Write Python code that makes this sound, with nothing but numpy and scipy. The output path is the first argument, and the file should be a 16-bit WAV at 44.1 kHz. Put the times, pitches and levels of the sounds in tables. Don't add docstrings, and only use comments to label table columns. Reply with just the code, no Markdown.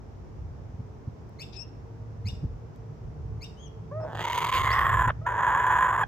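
import sys
import numpy as np
from scipy import signal
from scipy.fft import rfft, irfft, next_fast_len
from scipy.io import wavfile
from scipy.ndimage import uniform_filter1d

SR = 44100
rng = np.random.default_rng(int(sys.argv[2]) if len(sys.argv) > 2 else 0)


def dump_mix(stems):
    frames = np.atleast_2d(stems).T
    limited = np.clip(frames, -1, 1)
    pcm = np.round(limited * 32767).astype(np.int16)
    wavfile.write(sys.argv[1], SR, pcm)


N = 267863
TIME = np.arange(N) / SR
FFT_SIZE = next_fast_len(N, True)
BIN_HZ = np.fft.rfftfreq(FFT_SIZE, 1 / SR)

GROWL_SPANS = [(4, 5.089), (5.263, 6.032)]
# time in seconds, effort in dB.
GROWL_EFFORT = [
    [(4.0, -52.5), (4.09, -45), (4.18, -41), (4.24, -30), (4.38, -27), (4.5, -28), (4.54, -23.5),
     (4.64, -26), (5.1, -22.5)],
    [(5.28, -24.5), (5.335, -30), (5.41, -23.5), (5.82, -21.5), (5.93, -25), (6.04, -24)],
]
# time in seconds, extra effort in dB.
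EFFORT_SURGES = [(4.17, 1), (4.253, 3), (4.38, 3.5), (4.452, 4.5), (4.675, 4), (4.772, 3.5), (4.789, 5.5),
                 (4.862, 3), (5.012, 3), (5.481, 3.5), (5.703, 4.5), (5.829, 3.5)]
FLOW_CATCHES = [(4.2625, .004), (4.297, 0.0018), (4.317, 0.0023), (4.336, 0.0024), (4.37, 0.0022),
                (4.4, .0045), (4.439, .0025), (4.459, .003), (4.482, 0.0015), (4.51, 0.0076), (4.626, .003),
                (4.65, 0.002), (4.665, .0018), (4.759, 0.0021), (4.782, 0.0014), (4.804, 0.0027),
                (4.839, 0.0016), (4.967, 0.0029), (5.017, 0.002), (5.032, 0.0023), (5.07, 0.0054),
                (5.301, 0.0013), (5.373, 0.0018), (5.463, 0.0024), (5.53, 0.0012), (5.569, 0.0015),
                (5.612, 0.00088), (5.632, .002), (5.663, 0.0016), (5.779, 0.0017), (5.879, 0.0029),
                (5.918, 0.0015), (5.944, 0.0014), (5.974, .003)]
# time in seconds, lower resonance in Hz, opening from 0 to 1.
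THROAT_SHAPE = [(4.07, 775, 0.2), (4.18, 908, 0.76), (4.55, 1046, 0.9), (4.7, 1058, 0.51),
                (4.85, 1078, 0.29), (5.08, 1000, 0.01), (5.28, 971, 0), (5.5, 987, 0.07),
                (6.04, 1028, 0.06)]
# opening from 0 to 1, level in dB relative to effort.
UPPER_RING_LEVEL = [(0, -6), (.58, -4), (.78, -14.5)]
# frequency in Hz, relative level in dB.
OPEN_RASP = [(900, -23), (1350, 3), (2300, 0), (3300, -1), (4350, -13), (4750, -10.5), (5400, -24),
             (15500, -30.5)]
NARROW_RASP = [(1800, -26.5), (2500, -2.5), (3300, 3), (4300, -29), (5400, -25.5), (6100, -12.5),
               (8000, -28.5)]
# time in seconds, main resonance in Hz, then the levels of
# that resonance and of the higher modes in dB relative to effort.
HISS_TRACK = [(4.08, 6470, -39, -41), (4.19, 6270, -26, -47), (4.37, 6250, -23.5, -26.5),
              (4.66, 6560, -26.5, -31.5), (4.79, 7470, -42, -31.5), (4.93, 7180, -29.5, -34.5),
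              (5.25, 6710, -35, -44), (6.04, 7000, -31, -37)]
# rest frequency and width in Hz, open and narrowed gain in dB.
HIGH_MODES = [(9230, 440, -1.5, 2.5), (11440, 1000, -7, 4.5), (13100, 670, -0.5, -6.5),
              (14800, 1100, -7, -15)]
# time in seconds, pitch in Hz, level of the fundamental in dB,
# second harmonic in dB relative to it, fall per further harmonic in dB.
COO_NOTES = [
    [(3.908, 485, -41, 5, 19), (3.925, 582.6, -40.5, -9.5, 13), (3.99, 643, -34.5, -15, 16.5),
     (4.025, 626, -35, -17, 15), (4.078, 623, -38.5, -26, 13.5)],
    [(5.213, 612, -45.5, -2.5, 16), (5.24, 668, -52.5, -12, 17), (5.264, 675, -42, 7.5, 20.5)],
]
# start and length in seconds, first and last pitch in Hz, level in dB.
SQUAWK_GLIDES = [(5.091, 0.0057, 940, 855, -23), (5.098, .012, 803, 463, -24),
                 (6.0324, .0085, 847, 797, -21.5)]
# frequency in Hz, relative gain in dB.
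SQUAWK_RESPONSE = [(500, -8), (1550, 0.5), (2400, -22), (3300, -20), (4400, -45.5)]
# frequency in Hz, left minus right in radians.
CHANNEL_PHASE = [(400, 0.94), (1100, 0.3), (2500, 1.15), (4200, 1.5), (6000, 1.64), (8200, -0.1),
                 (9000, -2.5), (11400, -2.5), (12400, -6)]
# frequency in Hz, left minus right in dB.
CHANNEL_BALANCE = [(1000, -0.6), (1450, -3), (3600, -1), (5000, 2), (7100, -1)]

# start in seconds, base level in dB, pitch factor.
CHIRP_EVENTS = [(1.381, -42.5, 0.99), (2.246, -42, 1), (3.403, -44.5, 1.02), (4.691, -40, 0.98)]
CHIRP_FIRST_VOICE = [(0, 1983, -28.5, -8.5, 20), (.014, 2100, -12.5, 3.5, 8.5), (.028, 2455, -8, 5, 13),
                     (.04, 2679, -5.5, 3.5, 12.5), (.051, 2850, -6, -8.5, 14), (.066, 2770, -21.5, -29, 15)]
CHIRP_SECOND_VOICE = [(.038, 3520, -7, -13.5, 39), (0.068, 3660, -13, -18, 11)]
# frequency in Hz, gain in dB.
CHIRP_RESPONSE = [(8400, -0.5), (9500, -11.5), (13000, 19), (15500, 6.5)]
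WHISTLE_NOTES = [
    [(1.555, 2600, -68, 7, 18), (1.569, 2690, -68, 17.4, 26), (1.58, 2510, -58.5, 10, 23),
     (1.613, 2790, -70, 23, 28), (1.628, 2690, -63, 15.5, 28), (1.646, 2900, -72, 5, 20)],
    [(3.565, 2900, -71, -11, 13), (3.605, 3220, -65.5, -4, 22), (3.645, 3310, -61, -3.5, 25),
     (3.688, 2780, -73, 7.5, 20)],
    [(4.005, 2640, -83, 11, 24.9), (4.048, 2640, -82, 13, 25)],
]
# frequency and width in Hz, level in dB.
HOARSE_PARTIALS = [(2560, 410, -65), (3680, 590, -64.5), (5100, 1100, -61)]
# frequency in Hz, gain into the echo in dB.
WHISTLE_SCATTER = [(3300, 2.5), (5000, -8)]
# frequency in Hz, time to fall 60 dB in seconds.
GARDEN_T60 = [(300, 0.099), (2800, 0.42), (5500, 0.43), (15000, 0.33)]

# time in seconds, level in dB, pitch in Hz, half length in seconds.
WIND_BUMPS = [(0.467, -36, 89, 0.016), (0.746, -32.5, 88.5, 0.011), (0.802, -28.5, 109, 0.011),
              (1.082, -26, 113, 0.0079), (2.264, -27.5, 95, 0.022), (2.334, -24.5, 87, 0.007),
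              (2.441, -25.5, 152, 0.011), (2.456, -23, 83.4, 0.0075), (5.077, -21.5, 117, 0.0061),
              (5.095, -23, 69, .012)]
# start in seconds, relative level in dB.
DRY_TICKS = [(1.2935, -52), (2.7606, -52)]
# peak time in seconds, level in dB, half length in seconds.
WIND_GUSTS = [(0.46, -45, 0.23), (2.417, -41, 0.15), (3.072, -41, 0.036), (3.322, -38, 0.087),
              (4.64, -36.5, 0.14), (4.955, -32, 0.12), (5.76, -44.5, 0.34)]
# frequency in Hz, relative density in dB.
WIND_SPECTRUM = [(28, -29), (45, -1.5), (62, 3), (115, -0.5), (200, -21), (600, -38), (1500, -75)]
AIR_SPECTRUM = [(25, -48.5), (130, -10), (250, -14.5), (420, -19.5), (900, -24), (1500, -34), (3000, -45.5),
                (4200, -49.5), (5600, -45), (6800, -50.5), (9500, -67), (12500, -63.5), (15500, -63.5)]
# frequency in Hz, correlation from 0 to 1.
NOISE_CORRELATION = [(100, 0.81), (300, 0.31), (1200, 0.024)]
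# time in seconds, relative level in dB.
DRONE_LEVEL = [(0, -60), (1.6, -50), (1.85, -38), (2.25, -35), (2.6, -44.5), (3.3, -35.5), (3.6, -52),
               (3.85, -34.5), (4.5, -39.5), (6.07, -39.5)]
# frequency and width in Hz, peak level in dB, peak time in seconds.
ENGINE_WHINES = [(150.9, 18.5, -48, 5.1), (376.7, 24, -63, 1.7), (449, 33, -57.5, 3.47)]


def kookaburra(echo_db=-24, paving_db=-20, paving_s=0.012, coo_roughness=.35):
    shake = 1 + coo_roughness * wander(600) * growl_gate()
    voice = growl() + squawks() + shake * coos()
    left = np.exp(.5j * read(CHANNEL_PHASE, BIN_HZ)) * amp(read(CHANNEL_BALANCE, BIN_HZ) / 2)
    direct = irfft(rfft(voice, FFT_SIZE) * np.array([left, 1 / left]), FFT_SIZE)[:, :N]
    bounce = place(np.roll(voice, round(paving_s * SR)), lead_ms=-0.36, balance_db=-4.0)
    return direct + amp(paving_db) * bounce + amp(echo_db) * garden_echo(voice)


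def growl(idle_db=-41, full_db=-25, idle_slaps_per_s=185, full_slaps_per_s=430, surge_half_s=0.0059):
    surge = sum(db * np.exp(-np.minimum(((TIME - s) / surge_half_s) ** 2, 20))
                for s, db in EFFORT_SURGES)
    steady_db = curves(GROWL_EFFORT[0] + GROWL_EFFORT[1])[0]
    effort_db = steady_db + surge + 0.73 * wander(150)
    lower_hz, opening = curves(THROAT_SHAPE)
    slap_rate = np.interp(steady_db, [idle_db, full_db], [idle_slaps_per_s, full_slaps_per_s])
    ringing = np.clip((slap_rate - 245) / 105, 0, 1)
    drive = syrinx(slap_rate, opening)
    lower = lower_resonance(drive, lower_hz, ringing)
    upper = upper_resonance(drive, opening, ringing)
    throat = lower + upper + rasp(drive, opening, ringing, surge) + hiss(drive, opening)
    chest_db = -41 + .25 * (effort_db - full_db)
    chest = amp(chest_db) * hold_level(band(drive, 349, 755, order=2))
    return airflow() * (amp(effort_db) * throat + chest)


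def syrinx(slap_rate, opening, jitter=.44, spread_db=5, puff_s=0.00085):
    cycles = np.cumsum(slap_rate * np.exp(jitter * wander(420))) / SR
    slaps = np.diff(np.floor(cycles), prepend=0) * amp(spread_db * np.tanh(wander(900)))
    puffs = signal.lfilter([1], [1, -np.exp(-1 / (puff_s * SR))], slaps) * rng.standard_normal(N)
    return slaps + (0.099 + 0.06 * opening) * puffs


def lower_resonance(drive, hz, ringing, ring_width_hz=45, click_width_hz=550):
    ring = hold_level(band(resonate(drive, hz, ring_width_hz), 787, 1410, order=2), size=700)
    click = hold_level(band(resonate(drive, hz, click_width_hz), 400, 1000, order=2))
    return ringing * amp(-0.65) * ring + (1 - ringing) * amp(-1) * click


def upper_resonance(drive, opening, ringing, shut_hz=1610, open_rise_hz=760, idle_sag_hz=330):
    hz = shut_hz + open_rise_hz * opening - idle_sag_hz * (1 - ringing)
    db = ringing * np.interp(opening, *np.transpose(UPPER_RING_LEVEL)) - 5 * (1 - ringing)
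    peak = resonate(drive, hz, width_hz=230)
    skirted = resonate(peak, 0.87 * hz, width_hz=1150, stages=3)
    return amp(db) * hold_level(skirted, size=1000)


def rasp(drive, opening, ringing, surge_db, shut_db=-27, open_gain_db=24):
    harshness_db = 0.25 * surge_db * (1 - opening)
    dry_db = (1 - ringing) * (-8 + 19 * opening)
    coloured = opening * colour(drive, OPEN_RASP) + (1 - opening) * colour(drive, NARROW_RASP)
    db = shut_db + open_gain_db * opening + harshness_db + dry_db
    return amp(db) * hold_level(coloured, size=1400)


def hiss(drive, opening, main_rest_hz=7100, glide_exponent=.55):
    hz, main_db, top_db = curves(HISS_TRACK)
    narrowed = resonate(drive, hz, width_hz=800, stages=2)
    opened = resonate(drive, hz, width_hz=1100, stages=2)
    out = amp(main_db) * hold_level((1 - opening) * narrowed + opening * opened)
    for rest_hz, width_hz, open_db, narrow_db in HIGH_MODES:
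        mode_hz = rest_hz * (hz / main_rest_hz) ** glide_exponent * (1 + 0.0087 * wander(26))
        mode_db = top_db + narrow_db + (open_db - narrow_db) * opening
        out += amp(mode_db) * hold_level(resonate(drive, mode_hz, width_hz, stages=2))
    return out


def airflow(catch_depth=0.87):
    flow = growl_gate()
    for s, half_s in FLOW_CATCHES:
        flow *= 1 - catch_depth * np.exp(-np.minimum(((TIME - s) / half_s) ** 2, 10) ** 2)
    return flow


def growl_gate():
    return sum(gate(start, end) for start, end in GROWL_SPANS)


def coos():
    return sum(note(rows, jitter=0.0066, shimmer=0.15, rate=170) for rows in COO_NOTES)


def squawks():
    out = np.zeros(N)
    for s, length_s, first_hz, last_hz, db in SQUAWK_GLIDES:
        hz = np.linspace(first_hz, last_hz, round(length_s * SR))
        phase = 2 * np.pi * np.cumsum(hz) / SR
        harmonics = sum(amp(read(SQUAWK_RESPONSE, k * hz)) * np.cos(k * phase) for k in range(1, 10))
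        add(out, s, amp(db) * unit(harmonics) * signal.windows.tukey(len(hz), .5))
    return out


def chirps(echo_db=-6):
    voices = np.zeros(N)
    for s, db, factor in CHIRP_EVENTS:
        for shape in (CHIRP_FIRST_VOICE, CHIRP_SECOND_VOICE):
            rows = [(s + t, hz * factor, db + rise, second, fall) for t, hz, rise, second, fall in shape]
            voices += note(rows, jitter=0.03, shimmer=0.43, rate=1000, harmonics=6)
    voices = colour(voices, CHIRP_RESPONSE)
    return place(voices, lead_ms=.45, balance_db=4.5) + amp(echo_db) * garden_echo(voices)


def whistles(gain_db=-1, hoarse_span_s=(1.527, 1.574)):
    notes = sum(note(rows, jitter=0.012, shimmer=0.17, rate=650, harmonics=4) for rows in WHISTLE_NOTES)
    hoarse = sum(amp(db) * narrow_noise(hz, width) for hz, width, db in HOARSE_PARTIALS)
    voice = amp(gain_db) * (notes + gate(*hoarse_span_s, edge_s=.008) * hoarse)
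    return place(voice, lead_ms=0, balance_db=20) + garden_echo(colour(voice, WHISTLE_SCATTER))


def note(rows, jitter, shimmer, rate, harmonics=5):
    s, *columns = np.transpose(rows)
    t = np.arange(s[0], s[-1], 1 / SR)
    hz, db, second_db, fall_db = (np.interp(t, s, c) for c in columns)
    phase = 2 * np.pi * np.cumsum(hz * (1 + jitter * wander(rate, len(t)))) / SR
    overtones = sum(amp(second_db - k * fall_db) * np.sin((k + 2) * phase) for k in range(harmonics - 1))
    envelope = amp(db) * (1 + shimmer * wander(rate, len(t))) * signal.windows.tukey(len(t), .15)
    out = np.zeros(N)
    add(out, s[0], np.sqrt(2) * envelope * (np.sin(phase) + overtones))
    return out


def garden_echo(x, size=32768, echoes_per_s=2500):
    taps = rng.standard_normal((2, size)) * (rng.random((2, size)) < echoes_per_s / SR)
    hz, t, spectra = signal.stft(taps, SR, nperseg=256)
    decay = amp(-60 * t / read(GARDEN_T60, hz)[:, None])
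    tail = signal.istft(spectra * decay, SR, nperseg=256)[1]
    return signal.fftconvolve(x[None], tail / np.linalg.norm(tail[0]), axes=1)[:, :N]


def wind_bumps(core_db=-10):
    out = np.zeros(N)
    t = np.arange(-SR // 10, SR // 10) / SR
    for s, db, hz, half_s in WIND_BUMPS:
        push, core = (np.exp(-abs(k * t / half_s) ** 4.8) * np.cos(2 * np.pi * (k * hz * t + rng.random()))
                      for k in (1, 2))
        add(out, s + t[0], amp(db) * (push + amp(core_db) * core))
    return out


def ticks(gain_db=-2, decay_s=0.00094):
    out = np.zeros(N)
    t = np.arange(SR // 5) / SR
    for s, db in DRY_TICKS:
        burst = rng.standard_normal(len(t)) * np.exp(-t / decay_s)
        add(out, s, amp(db + gain_db) * band(burst, 1800, 12000, order=1))
    return out


def engine(drone_hz=109.6, drone_gain_db=-4.5, swell_s=2.9):
    phase = 2 * np.pi * np.cumsum(drone_hz * (1 + 0.01745 * wander(10))) / SR
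    drone = np.sqrt(2) * np.sin(phase) * (1 + 0.45 * wander(25))
    out = amp(curves(DRONE_LEVEL)[0] + drone_gain_db) * drone
    for hz, width_hz, db, s in ENGINE_WHINES:
        swell = amp(db) / (1 + ((TIME - s) / swell_s) ** 2)
        out += swell * narrow_noise(hz * (1 + 0.017 * wander(2.46)), width_hz)
    return out


def wind_rumble(calm_db=-49):
    gust_power = sum(amp(db) ** 2 * np.exp(-((TIME - s) / half_s) ** 2) for s, db, half_s in WIND_GUSTS)
    return np.sqrt(amp(calm_db) ** 2 + gust_power) * stereo_noise(WIND_SPECTRUM, 30, 90)


def garden_air(level_db=-56.5):
    return amp(level_db) * stereo_noise(AIR_SPECTRUM, 300, 1500)


def stereo_noise(spectrum, lo_hz, hi_hz):
    left, other = rfft(rng.standard_normal((2, N)), FFT_SIZE) * amp(read(spectrum, BIN_HZ))
    likeness = read(NOISE_CORRELATION, BIN_HZ)
    pair = np.array([left, likeness * left + np.sqrt(1 - likeness ** 2) * other])
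    in_band = irfft(pair.mean(0) * (BIN_HZ > lo_hz) * (BIN_HZ < hi_hz), FFT_SIZE)
    return irfft(pair, FFT_SIZE)[:, :N] / np.std(in_band)


def narrow_noise(hz, width_hz):
    return unit(resonate(rng.standard_normal(N), hz, width_hz, stages=2))


def resonate(x, hz, width_hz, stages=1):
    carrier = np.exp(2j * np.pi * np.cumsum(hz * np.ones(N)) / SR)
    pole = np.exp(-np.pi * width_hz / SR)
    baseband = signal.lfilter([(1 - pole) ** stages], np.poly([pole] * stages), x * carrier.conj() + 1e-18)
    return 2 * (carrier * baseband).real


def band(x, lo_hz, hi_hz, order=3):
    return signal.sosfilt(signal.butter(order, [lo_hz, hi_hz], "band", fs=SR, output="sos"), x)


def colour(x, spectrum, size=2048):
    log_gain = np.log(amp(read(spectrum, abs(np.fft.fftfreq(size, 1 / SR)))))
    impulse_response = np.fft.ifft(np.exp(np.conj(signal.hilbert(log_gain)))).real
    return signal.oaconvolve(x, impulse_response)[:N]


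def hold_level(x, size=2400):
    power = uniform_filter1d(uniform_filter1d(x ** 2, size), size)
    return x / np.sqrt(abs(power) + 1e-12)


def place(x, lead_ms, balance_db):
    delayed = np.roll(x, round(lead_ms * SR / 1000))
    return np.array([x * amp(balance_db / 2), delayed * amp(-balance_db / 2)])


def wander(rate, size=N):
    knots = np.arange(size) * rate / SR
    return unit(np.interp(knots, np.arange(20000), rng.standard_normal(20000)))


def gate(start, end, edge_s=0.0015):
    return np.clip(np.minimum(TIME - start, end - TIME) / edge_s + .5, 0, 1)


def curves(rows):
    s, *columns = np.transpose(rows)
    return [np.interp(TIME, s, c) for c in columns]


def read(points, hz):
    point_hz, value = np.transpose(points)
    return np.interp(np.log(hz + 1), np.log(point_hz + 1), value)


def add(mix, s, sound):
    part = mix[max(round(s * SR), 0):][:len(sound)]
    part += sound[:len(part)]


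def amp(db):
    return np.exp(np.asarray(db) * (np.log(10) / 20))


def unit(x):
    return x / np.sqrt(np.mean(x ** 2) + 1e-20)


def scene():
    birds = kookaburra() + chirps() + whistles()
    background = wind_bumps() + ticks() + engine() + wind_rumble() + garden_air()
    return birds + background * amp([[-.3], [.3]])


def record(dry, cutoff_hz=15700):
    low_pass = signal.firwin(511, cutoff_hz, window=("kaiser", 9), fs=SR)
    return signal.oaconvolve(dry, low_pass[None], "same")


dry = scene()
out = record(dry)
dump_mix(out)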